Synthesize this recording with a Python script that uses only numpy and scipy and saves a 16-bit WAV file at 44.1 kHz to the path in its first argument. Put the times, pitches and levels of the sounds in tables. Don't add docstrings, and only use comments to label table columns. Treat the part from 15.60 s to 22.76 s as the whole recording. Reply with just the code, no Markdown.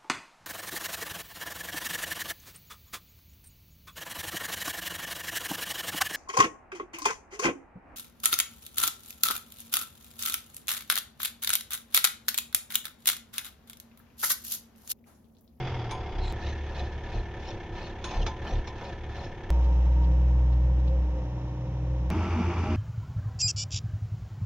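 import sys
import numpy as np
from scipy import signal
from scipy.fft import rfft, irfft, next_fast_len
from scipy.io import wavfile
from scipy.ndimage import uniform_filter1d, map_coordinates

SR = 44100
rng = np.random.default_rng(int(sys.argv[2]) if len(sys.argv) > 2 else 0)


def wav_record(signal):
    frames = np.transpose(np.atleast_2d(signal))
    bounded = np.clip(frames, -1, 1)
    quanta = np.round(bounded * 32767).astype(np.int16)
    wavfile.write(sys.argv[1], SR, quanta)


N = 315756
TIME = np.arange(N) / SR

CUTS = [0, .725, 3.904, 6.503, 7.2]
START_S, SETTLED_S, LEAVING_S, FIELD_S, END_S = CUTS
# (time [s], level [dB])
CUT_CLICKS = [(0.725, -25), (3.904, -18.5), (6.503, -20)]
# (frequency [Hz], side against mid [dB])
WIDTH = [(250, -23), (700, -24.5), (1400, -15.5), (2800, -7.5), (5600, -3), (12000, 1)]
TOP_HZ = 16000

# (frequency [Hz], density [dB per Hz])
AIR_SPECTRUM = [(30, -14), (300, -13), (3000, -29), (9000, -51.5), (16000, -51.5)]

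# (time [s], level [dB])
GRAVEL_TICKS = [(4.048, -57), (4.445, -56), (4.932, -58), (5.282, -55)]
# (frequency [Hz], density [dB per Hz])
STONE_SPECTRUM = [(1500, -23), (3000, -2), (4000, -0.5), (5000, -8), (6500, -15), (8500, -44)]
STONE_SPREAD_S = .007

# (time [s], crack [dB], steel ring [dB], steel brightness [dB per octave],
# hood ring [dB], bar knock [dB])
CLANKS = [(.309, -37.5, -47.5, 11, -36.5, -32.5), (1.195, -58, -81, 0, -67, -35),
          (2.441, -34, -42, -8, -44, -43), (2.511, -42, -75, 1, -43, -49),
          (2.664, -31, -73, 0, -37.5, -27.5), (3.073, -41, -68, 0, -46, -58)]
# (frequency [Hz], level [dB], decay by 60 dB [s])
STEEL_MODES = [(5426, -12, .15), (6158, -4, .05), (6591, -5, .3), (7550, -14, .081), (8200, -18, .04),
               (9272, -9, .15), (10500, -11, .055), (10960, -15, .04), (12350, -23, .07)]
# (frequency [Hz], level [dB], decay by 60 dB [s])
HOOD_MODES = [(544, -5, 0.35), (831, 10.5, 0.096), (895, 6, 0.24), (1013, 0, 0.37), (1020, -2.5, 0.29),
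              (1235, -6, 0.1), (2300, 5, 0.096)]
# (frequency [Hz], level [dB], decay by 60 dB [s])
BAR_MODES = [(2380, -12, 0.033), (3450, -12, 0.15), (3980, -5.5, 0.025), (3840, -13, 0.06),
             (4900, -14.5, 0.11), (6170, -22, 0.16)]
# (frequency [Hz], density [dB per Hz])
CRACK_SPECTRUM = [(600, 9.5), (1300, 9.5), (2400, 1.5), (3600, 6.5), (4700, -4.5), (6300, -1.5),
                  (7800, -21), (11000, -65), (15000, -66)]
CRACK_RISE_S = 0.0012
CHATTER_RAD, CHATTER_S = 0.57, 0.023

# (scrape [dB], hood drone [dB])
RUBS = [(-62, -42.5), (-51, -39.5), (-52.5, -42), (-50.5, -41), (-50.5, -42), (-48.5, -38), (-50, -37),
        (-52, -39), (-51.5, -38.5)]
FIRST_RUB_S, TURN_S, RUB_SPREAD_S = 0.8526, .3435, 0.057
# (time [s], spread [s], pitch [Hz], level [dB])
SCREECHES = [(0.66, 0.041, 4080, -45), (0.87, 0.059, 1805, -44), (0.884, 0.028, 2115, -48.5),
             (0.872, 0.031, 3985, -49), (0.902, .025, 6130, -57), (1.087, 0.23, 1754, -52),
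             (1.2, 0.011, 3960, -45), (1.55, 0.017, 4232, -56), (1.891, 0.016, 5417, -50),
             (2.239, 0.023, 4203, -51), (2.488, 0.039, 1031, -40.5), (2.583, 0.065, 6120, -56),
             (2.628, .01, 3040, -45), (2.878, .008, 3103, -43), (2.906, 0.041, 4070, -53),
             (2.908, 0.0098, 5700, -51.5), (3.08, 0.011, 5500, -48), (3.615, 0.057, 5388, -59)]
SCREECH_GRIT_DB = -7
SCREECH_WAVER, SCREECH_WIDTH = 0.012, .13
# (frequency [Hz], density [dB per Hz])
SCRAPE_SPECTRUM = [(900, -5.5), (1800, -7.5), (2700, 6.5), (4100, 1), (4900, -4.5), (6200, -7), (7200, -15),
                   (8500, -36.5), (13000, -40), (16000, -58)]
# (centre [Hz], width [Hz], lift [dB])
FRAME = [(1740, 63, -6), (2190, 42, 5.5), (2510, 88, 10.5), (3550, 91, 8), (4130, 270, 6), (4600, 55, 6),
         (5270, 160, 10), (6080, 59, 11.5)]
# (frequency [Hz], density [dB per Hz])
DRONE_SPECTRUM = [(150, 4.5), (330, -7.5), (550, 1), (950, -5.5), (1200, -7.5), (2000, -20), (4000, -53)]
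DRONE_SLIDE_S, DRONE_SPLIT_HZ = 0.023, 780
# (frequency [Hz], density [dB per Hz])
SIZZLE_SPECTRUM = [(5500, -39), (6600, 4), (7500, 1), (8200, -7), (9200, -35)]
SIZZLE_S, SIZZLE_SPREAD_S, SIZZLE_DB = 0.684, 0.035, -62

CYLINDERS = [.9, -.9, .6, -.5, 1, -1.1]

# (time [s], firing rate [1/s])
IDLE_SPEED = [(0, 44), (.13, 42), (.28, 37.7), (.42, 34.9), (.57, 32.1), (.85, 36.9), (1.2, 34.6),
              (1.5, 35.9), (1.61, 36.6), (1.8, 35.4), (2.01, 32.4), (2.23, 35.3), (2.45, 31.6), (2.7, 37),
              (2.84, 36.3), (2.95, 35.2), (3.37, 35.9), (3.49, 35.9), (3.9, 33.7)]
# (time [s], exhaust hum at twice the firing rate [dB], block clatter [dB])
IDLE_LEVELS = [(0, -46, -35), (.3, -46, -38), (.5, -37, -38.5), (1, -36, -41), (1.45, -37.5, -41),
               (2.25, -49, -41.5), (2.8, -36, -41), (3.15, -45.5, -41.5), (3.48, -37.5, -43),
               (3.9, -57, -42)]
# (time [s], third harmonic [dB])
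BARK = [(0, -32.5), (.25, -39), (.45, -47), (.9, -48.5), (1.5, -51.5), (2.3, -53.5), (2.8, -51),
        (3.9, -50.5)]
# (time [s], half length [s], thump [dB])
FUEL_BURSTS = [(0.64, 0.087, -30.5), (1.584, 0.027, -27), (2.61, 0.043, -25), (2.964, 0.034, -25)]
BURST_SECOND_DB, BURST_THIRD_DB, BURST_GROWL_DB = -12.5, -11, -19
LOPE_DB = -47.5
# (frequency [Hz], density [dB per Hz])
IDLE_BLOCK = [(50, 5.5), (120, 5.5), (160, -2.5), (200, -15), (280, -12), (370, -7), (640, -14), (760, -16),
              (1000, -17.5), (1200, -14.5), (1900, -16.5), (3300, -21.5), (4700, -35), (6300, -32.5),
              (8500, -68), (16000, -92)]
# (frequency [Hz], density [dB per Hz])
IDLE_GROWL = [(90, -38), (160, 0.5), (230, -3), (290, -6), (370, 2.5), (640, -9.5), (760, -8), (1000, -8.5),
              (1300, -26)]
GROWL_DB, LOPING_DB = -4, -10
# (centre [Hz], width [Hz], lift [dB])
SLOWING_PANELS = [(352, 49, 3.5), (743, 85, 12.5), (923, 92, 8.5), (1360, 65, 3.5), (2135, 54, 8),
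                  (3410, 130, 9.5), (4150, 150, -1), (4700, 59, 12.5), (5000, 360, 8.5), (6350, 150, -11)]
# (centre [Hz], width [Hz], lift [dB])
PANELS = [(228, 30, 6.5), (342, 39, 7.5), (554.5, 25, 9), (591, 48, -5), (736, 89, 7.5), (866, 48, 5.5),
          (958, 53, 8), (1136, 67, -8), (1725, 70, 7), (1787, 39, 11.5), (2196, 70, 6), (3434, 72, 6.5)]

# (time [s], firing rate [1/s])
DRIVE_SPEED = [(4.1, 60.7), (4.6, 61.8), (4.9, 61.4), (5.3, 62.3), (5.6, 61), (5.9, 61.9)]
# (time [s], firing tone [dB], second harmonic [dB])
BOOM = [(3.9, -21, -42.5), (4.4, -20.4, -38.5), (4.7, -20.5, -34.5), (5.17, -22, -34.5), (5.4, -23, -44.5),
        (5.5, -26, -49), (5.72, -35, -36), (6.08, -37, -35), (6.3, -28.5, -33), (6.5, -27.5, -38.5)]
# (time [s], fan tone [dB], gear whine [dB])
WHINE = [(3.9, -44, -69), (4.15, -46.5, -67), (4.55, -37.5, -53), (4.95, -46, -60.5), (5.37, -38, -51.5),
         (5.8, -57, -62.5), (6.48, -38.5, -45.5)]
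# (frequency [Hz], density [dB per Hz])
DRIVE_BLOCK = [(130, -46), (230, -11.5), (300, -2.5), (370, -14), (520, -11), (640, -13), (930, -16),
               (1500, -25), (3100, -27.5), (4500, -42), (5300, -36.5), (6500, -36.5), (8000, -69.5),
               (16000, -79.5)]
# (frequency [Hz], density [dB per Hz])
DRIVE_GROWL = [(150, -44), (240, -5.5), (310, 1.5), (400, -5), (500, -3), (640, -12), (770, -4.5),
               (930, -8.5), (1150, -17)]
DRIVE_GROWL_DB = -2.5
# (centre [Hz], width [Hz], lift [dB])
DRIVE_PANELS = [(334, 93, 1.6), (551, 57, 5.1), (768, 42, 4), (923, 120, 6), (1820, 86, 6.7),
                (3860, 92, 10), (5350, 300, 6)]
# (frequency [Hz], density [dB per Hz])
DRIVE_RUMBLE = [(20, -7.5), (50, -0.5), (100, 7.5), (180, 5.5), (230, -10.5), (400, -61.5)]
LEAVING_DB, GONE_DB, RECEDE_S = -42, -47.5, 0.56
TAKE_UP_DB, TAKE_UP_FAN_DB, TAKE_UP_SPREAD_S = -49.5, -49, 0.46

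THROB_DB, THROB_DEPTH, THROB_PERIOD_S, THROB_PEAK_S = -30, 0.58, 0.132, 6.868
# (time [s], spread [s], boom pitch [Hz], level [dB])
WADS = [(6.512, 0.014, 170.8, -33), (6.563, 0.025, 312, -35.5), (6.79, 0.022, 228, -32),
        (6.837, 0.035, 183.4, -32), (6.9, 0.018, 340, -33.5), (7.119, 0.02, 226, -33),
        (7.13, 0.017, 290, -34)]
# (multiple of the firing rate, level [dB])
HOWL = [(1.33, -42.5), (2.3, -44), (2.73, -45), (4, -46), (7.4, -53), (9.35, -53), (10.4, -53),
        (11.85, -57), (15.75, -54)]
HOWL_WAVER, HOWL_FLUTTER_DB = .02, 4
# (frequency [Hz], density [dB per Hz])
CUTTER_SPECTRUM = [(25, -12), (60, 8), (110, 7), (145, 5), (190, -4), (270, 7), (350, 2.5), (410, -1),
                   (520, -13.5), (900, -56)]
# (frequency [Hz], density [dB per Hz])
CROP_SPECTRUM = [(260, -38), (450, -11), (568, -10), (614, -5.5), (786, 0), (1090, -3.5), (1360, -5),
                 (1630, -13.5), (2340, -9.5), (3540, -23.5), (4030, -30.5), (4600, -23.5), (6190, -25),
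                 (8560, -52.5), (10000, -83), (13000, -86), (22000, -120)]
# (centre [Hz], width [Hz], lift [dB])
DRUM = [(186, 78, 0.5), (1710, 50, 4.5), (2370, 130, 2.5), (2780, 280, 4), (3520, 400, 3.5)]
ROAR_DB, RUSH_DB = -37, -39.5
SURGE_DB, SURGE_PERIOD_S, SURGE_PEAK_S = 0.5, 0.069, 6.3
CRUNCH_S, CRUNCH_SPREAD_S, CRUNCH_DB = 7.118, 0.013, 2


def amp(db):
    return 10 ** (np.asarray(db) / 20)


def unit(x):
    return x / np.sqrt(np.mean(x ** 2) + 1e-20)


def along(points, hz):
    f, v = np.transpose(points)
    return np.interp(np.log(hz + 1), np.log(f + 1), v)


def curves(rows):
    s, *columns = np.transpose(rows)
    return [np.interp(TIME, s, column) for column in columns]


def swell(s, spread):
    return np.exp(-.5 * ((TIME - s) / spread) ** 2)


def wobble(rate):
    coarse = TIME[::16]
    knots = rng.standard_normal(int(N * rate / SR) + 4)
    return np.interp(TIME, coarse, map_coordinates(knots, [coarse * rate], mode="nearest"))


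def filtered(x, response):
    size = next_fast_len(N + 8192)
    return irfft(rfft(x, size) * response(np.fft.rfftfreq(size, 1 / SR)), size)[..., :N]


def noise(spectrum, resonances=(), source=None):
    def colour(hz):
        lift_db = sum(db / (1 + (2 * (hz - centre) / width) ** 2) for centre, width, db in resonances)
        side_db = along(WIDTH, hz) * np.array([[0], [1]])
        return amp(along(spectrum, hz) + lift_db + side_db)

    if source is None:
        source = rng.standard_normal((2, N))
    mid, side = filtered(source, colour)
    return unit(np.array([mid + side, mid - side]))


def tone(cycles, order):
    return np.sqrt(2) * np.sin(2 * np.pi * (order * cycles + rng.random()))


def grains(rate, t60, spread_db):
    loop = 2 * SR
    age = np.arange(int(t60 * SR / 2)) / SR
    count = int(rate * loop / SR)
    start, pitch, side = rng.random((count, 3)).T
    size = amp(spread_db * np.clip(rng.standard_normal(count), -2, 2))
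    waves = np.sin(np.pi * SR / 2 * pitch[:, None] * age)
    pings = size[:, None] * waves * amp(-60 * age / t60)
    places = ((start * loop).astype(int)[:, None] + np.arange(len(age))) % loop
    channels = []
    for share in (np.cos, np.sin):
        placed = pings * share(2 * np.pi * side)[:, None]
        once = np.bincount(places.ravel(), placed.ravel(), loop)
        channels.append(np.resize(once, N))
    return unit(np.array(channels))


def modes(table, age):
    ring = np.zeros(len(age))
    for hz, db, t60 in table:
        rough = uniform_filter1d(rng.standard_normal(len(age)), size=70)
        rough = unit(uniform_filter1d(rough, size=40))
        shake = CHATTER_RAD * np.exp(-age / CHATTER_S) * rough
        level = amp(db + rng.normal(0, 0.47) - 60 * age / t60)
        ring += level * np.sin(2 * np.pi * (hz * age + rng.random()) + shake)
    return ring * (1 - np.exp(-age / 0.0035))


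def knocks(cycles, t60, fresh, wash, scatter_db):
    firings = np.flatnonzero(np.diff(np.floor(cycles), prepend=-1) > 0)
    age = np.arange(SR // 4) / SR
    fade = amp(-60 * age / t60) * (1 - np.exp(-age / 0.0038))
    ring, blows = np.zeros((2, N)), np.zeros(N)
    for k, db in enumerate(CYLINDERS):
        own = firings[k::len(CYLINDERS)]
        hits = np.zeros(N)
        hits[own] = amp(db + scatter_db * rng.standard_normal(size=200)[:len(own)])
        casting = fade * rng.standard_normal((2, len(age)))
        ring += signal.oaconvolve(hits[None], casting, axes=1)[:, :N]
        blows += hits ** 2
    rattle_level = np.sqrt(abs(signal.oaconvolve(blows, fade ** 2)[:N]))
    rattle = rattle_level * rng.standard_normal((2, N))
    return unit(unit(ring) + fresh * unit(rattle) + wash * rng.standard_normal((2, N)))


def growl(turns, count, size=2048):
    harmonics = np.pad(np.exp(2j * np.pi * rng.random((2, count))), ((0, 0), (1, 0)))
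    waves = irfft(harmonics, size)
    return np.array([np.interp(turns % 1, np.arange(size) / size, wave) for wave in waves])


def shifting(turns, count, rate):
    angle = wobble(rate)
    return np.cos(angle) * growl(turns, count=count) + np.sin(angle) * growl(turns, count=count)


def open_air():
    return amp(-61.5) * noise(AIR_SPECTRUM)


def cut_clicks(decay=0.0032):
    return sum(amp(db) * (TIME >= s) * np.exp(-abs(TIME - s) / decay) for s, db in CUT_CLICKS)


def gravel():
    ticks = sum(amp(db) * swell(s, STONE_SPREAD_S) for s, db in GRAVEL_TICKS)
    return ticks * noise(STONE_SPECTRUM)


def clanks():
    crack, ring = np.zeros(N), np.zeros(N)
    age = np.arange(SR // 2) / SR
    burst = amp(-60 * age / .06) + .35 * amp(-60 * age / .2)
    burst *= 1 - np.exp(-age / CRACK_RISE_S)
    tilt_hz = STEEL_MODES[2][0]
    for s, crack_db, steel_db, bright_db, hood_db, bar_db in CLANKS:
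        steel = [(hz, db + bright_db * np.log2(hz / tilt_hz), t60) for hz, db, t60 in STEEL_MODES]
        first = round(s * SR)
        span = slice(first, first + len(age))
        crack[span] += amp(crack_db) * burst
        ring[span] += amp(steel_db) * modes(steel, age)
        ring[span] += amp(bar_db) * modes(BAR_MODES, age)
        ring[span] += amp(hood_db) * modes(HOOD_MODES, age) * (1 - np.exp(-age / 0.013))
    return crack * noise(CRACK_SPECTRUM, FRAME) + ring


def contacts(column, late):
    first = FIRST_RUB_S + late
    return sum(amp(row[column]) * swell(first + turn * TURN_S, RUB_SPREAD_S) for turn, row in enumerate(RUBS))


def hood_drone():
    hood = unit(amp(2.5 * wobble(50))) * noise(DRONE_SPECTRUM, PANELS)
    bottom = filtered(hood, lambda hz: 1 / (1 + (hz / DRONE_SPLIT_HZ) ** 8))
    top = hood - bottom
    return contacts(1, -DRONE_SLIDE_S) * top + contacts(1, DRONE_SLIDE_S) * bottom


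def rubs():
    scrape, screech = contacts(0, 0), np.zeros(N)
    for s, spread, hz, db in SCREECHES:
        strength = amp(db) * swell(s, spread)
        pitch = hz * (1 + SCREECH_WAVER * wobble(60))
        screech += strength * wobble(SCREECH_WIDTH * hz) * np.sin(2 * np.pi * np.cumsum(pitch) / SR)
        scrape = np.hypot(scrape, amp(SCREECH_GRIT_DB) * strength)
    grit = unit(amp(3 * wobble(90) + 2 * wobble(450)))
    rough = grit * rng.standard_normal((2, N)) + .7 * grains(rate=1300, t60=.03, spread_db=2)
    crunch = noise(SCRAPE_SPECTRUM, FRAME, rough)
    sizzle = amp(SIZZLE_DB) * swell(SIZZLE_S, SIZZLE_SPREAD_S) * noise(SIZZLE_SPECTRUM)
    return scrape * crunch + grit * (screech + sizzle) + hood_drone()


def idle_exhaust(cycles, thump):
    hum_db, _ = curves(IDLE_LEVELS)
    bark_db, = curves(BARK)
    uneven = cycles + .02 * wobble(22)
    lope = np.hypot(amp(LOPE_DB + 2.6 * wobble(9.8)), thump)
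    hum = np.hypot(amp(hum_db + 3.3 * wobble(20)), amp(BURST_SECOND_DB) * thump)
    bark = np.hypot(amp(bark_db + 1.6 * wobble(16)), amp(BURST_THIRD_DB) * thump)
    return lope * tone(uneven, order=1) + hum * tone(uneven, order=2) + bark * tone(uneven, order=3)


def idle_block(cycles, thump):
    _, clatter_db = curves(IDLE_LEVELS)

    def heavy(hz):
        return 1 / (1 + (hz / 1300) ** 4)

    def light(hz):
        return np.sqrt(1 - heavy(hz) ** 2)

    low = filtered(knocks(cycles, t60=0.29, fresh=0.5, wash=0.64, scatter_db=-1.0), heavy)
    high = filtered(knocks(cycles, t60=0.12, fresh=0.4, wash=0.46, scatter_db=1.5), light)
    every_firing = unit(growl(cycles, count=36))
    every_six = unit(growl(cycles / len(CYLINDERS), count=216))
    harmonics = every_firing + amp(LOPING_DB) * every_six
    effort = np.hypot(amp(clatter_db + GROWL_DB), amp(BURST_GROWL_DB) * thump)

    def seen_through(panels):
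        clatter = amp(clatter_db) * noise(IDLE_BLOCK, panels, low + high)
        return clatter + effort * noise(IDLE_GROWL, panels, harmonics)

    return np.where(TIME < SETTLED_S, seen_through(SLOWING_PANELS), seen_through(PANELS))


def idle():
    speed, = curves(IDLE_SPEED)
    cycles = np.cumsum(speed) / SR
    thump = sum(amp(db) * np.exp(-.5 * ((TIME - s) / half) ** 4) for s, half, db in FUEL_BURSTS)
    return idle_exhaust(cycles, thump) + idle_block(cycles, thump)


def drive_exhaust(cycles):
    first_db, second_db = curves(BOOM)
    exhaust = amp(first_db) * tone(cycles, order=1) + amp(second_db) * tone(cycles, order=2)
    exhaust += amp(-52.0 + 2.3 * wobble(2.6)) * tone(cycles, order=3)
    exhaust += amp(-58.5 + 3.2 * wobble(13)) * tone(cycles, order=5)
    exhaust += amp(-55.0 + 1.7 * wobble(4.7)) * tone(cycles, order=1.5)
    return exhaust


def fan_and_gears(cycles):
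    fan_db, gear_db = curves(WHINE)
    take_up = swell(LEAVING_S, TAKE_UP_SPREAD_S)
    fan = amp(fan_db + 1.1 * wobble(8.1)) * tone(cycles, order=8 / 3)
    fan_octave = tone(cycles + 0.033 * wobble(30), order=16 / 3)
    fan += amp(TAKE_UP_FAN_DB + 3 * wobble(22)) * take_up * fan_octave
    mesh = cycles + .012 * wobble(28)
    gears = amp(gear_db + 4.3 * wobble(12)) * tone(mesh, order=8.5)
    gears += amp(TAKE_UP_DB + 4.0 * wobble(8.2)) * take_up * tone(mesh, order=15.3)
    return fan + gears


def drive_block(cycles):
    away = np.exp(-np.maximum(TIME - LEAVING_S, 0) / RECEDE_S)
    clatter_db = GONE_DB + (LEAVING_DB - GONE_DB) * away
    knocking = knocks(cycles, t60=0.15, fresh=.4, wash=0.55, scatter_db=1)
    clatter = noise(DRIVE_BLOCK, DRIVE_PANELS, knocking)
    crank = shifting(2 * cycles / len(CYLINDERS), count=56, rate=2)
    return amp(clatter_db) * (clatter + amp(DRIVE_GROWL_DB) * noise(DRIVE_GROWL, source=crank))


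def drive():
    speed, = curves(DRIVE_SPEED)
    cycles = np.cumsum(speed + .1 * wobble(8)) / SR
    rumble = amp(-42) * noise(DRIVE_RUMBLE)
    return drive_exhaust(cycles) + fan_and_gears(cycles) + drive_block(cycles) + rumble


def howl(cycles):
    total = np.zeros(N)
    for multiple, db in HOWL:
        dragged = np.cumsum(np.gradient(cycles) * (1 + HOWL_WAVER * wobble(22)))
        total += amp(db + HOWL_FLUTTER_DB * wobble(18)) * tone(dragged, order=multiple)
    return total


def wad_booms():
    booms = np.zeros(N)
    for s, spread, hz, db in WADS:
        boom_cycles = np.cumsum(hz * (1 + HOWL_WAVER * wobble(40))) / SR
        booms += amp(db) * swell(s, spread) * tone(boom_cycles, order=1)
    return unit(amp(2.5 * wobble(70))) * booms


def hay_rush(knocking):
    stalks = .5 * grains(rate=5000, t60=.012, spread_db=3)
    rush = noise(CROP_SPECTRUM, DRUM, knocking + stalks)
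    body = filtered(rush, lambda hz: 1 / (1 + (hz / 1600) ** 6))
    surge_db = SURGE_DB * np.cos(2 * np.pi * (TIME - SURGE_PEAK_S) / SURGE_PERIOD_S)
    surging = body * amp(wobble(45)) + (rush - body) * amp(surge_db)
    return amp(RUSH_DB + CRUNCH_DB * swell(CRUNCH_S, CRUNCH_SPREAD_S)) * surging


def mow(firing_hz=84.54):
    cycles = np.cumsum(firing_hz + .3 * wobble(6.3)) / SR
    throb = 1 + THROB_DEPTH * np.cos(2 * np.pi * (TIME - THROB_PEAK_S) / THROB_PERIOD_S)
    exhaust = amp(THROB_DB) * throb * tone(cycles, order=1)
    exhaust += amp(-44.5 + 1.5 * wobble(5.1)) * tone(cycles, order=2)
    knocking = knocks(cycles, t60=.16, fresh=.35, wash=.25, scatter_db=1)
    roar = amp(ROAR_DB + 1.5 * wobble(25)) * noise(CUTTER_SPECTRUM, DRUM, knocking)
    return exhaust + roar + howl(cycles) + wad_booms() + hay_rush(knocking)


def passage(sound, first, last, lag_samples):
    def lag(hz):
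        return np.exp(1j * np.pi * hz * lag_samples / SR * np.array([[-1], [1]]))

    gate = np.clip(np.minimum(TIME - first, last - TIME) / .002 + .5, 0, 1)
    return filtered(sound, lag) * gate


def scene():
    yard = clanks() + rubs() + idle()
    slowing = passage(yard, START_S, SETTLED_S, lag_samples=0.26)
    idling = passage(yard, SETTLED_S, LEAVING_S, lag_samples=0.86)
    driving = passage(gravel() + drive(), LEAVING_S, FIELD_S, lag_samples=4.4)
    mowing = passage(mow(), FIELD_S, END_S, lag_samples=1.4)
    return open_air() + cut_clicks() + slowing + idling + driving + mowing


def record(dry):
    return filtered(dry, lambda hz: 1 / np.sqrt(1 + (hz / TOP_HZ) ** 120))


dry = scene()
out = record(dry)
wav_record(out)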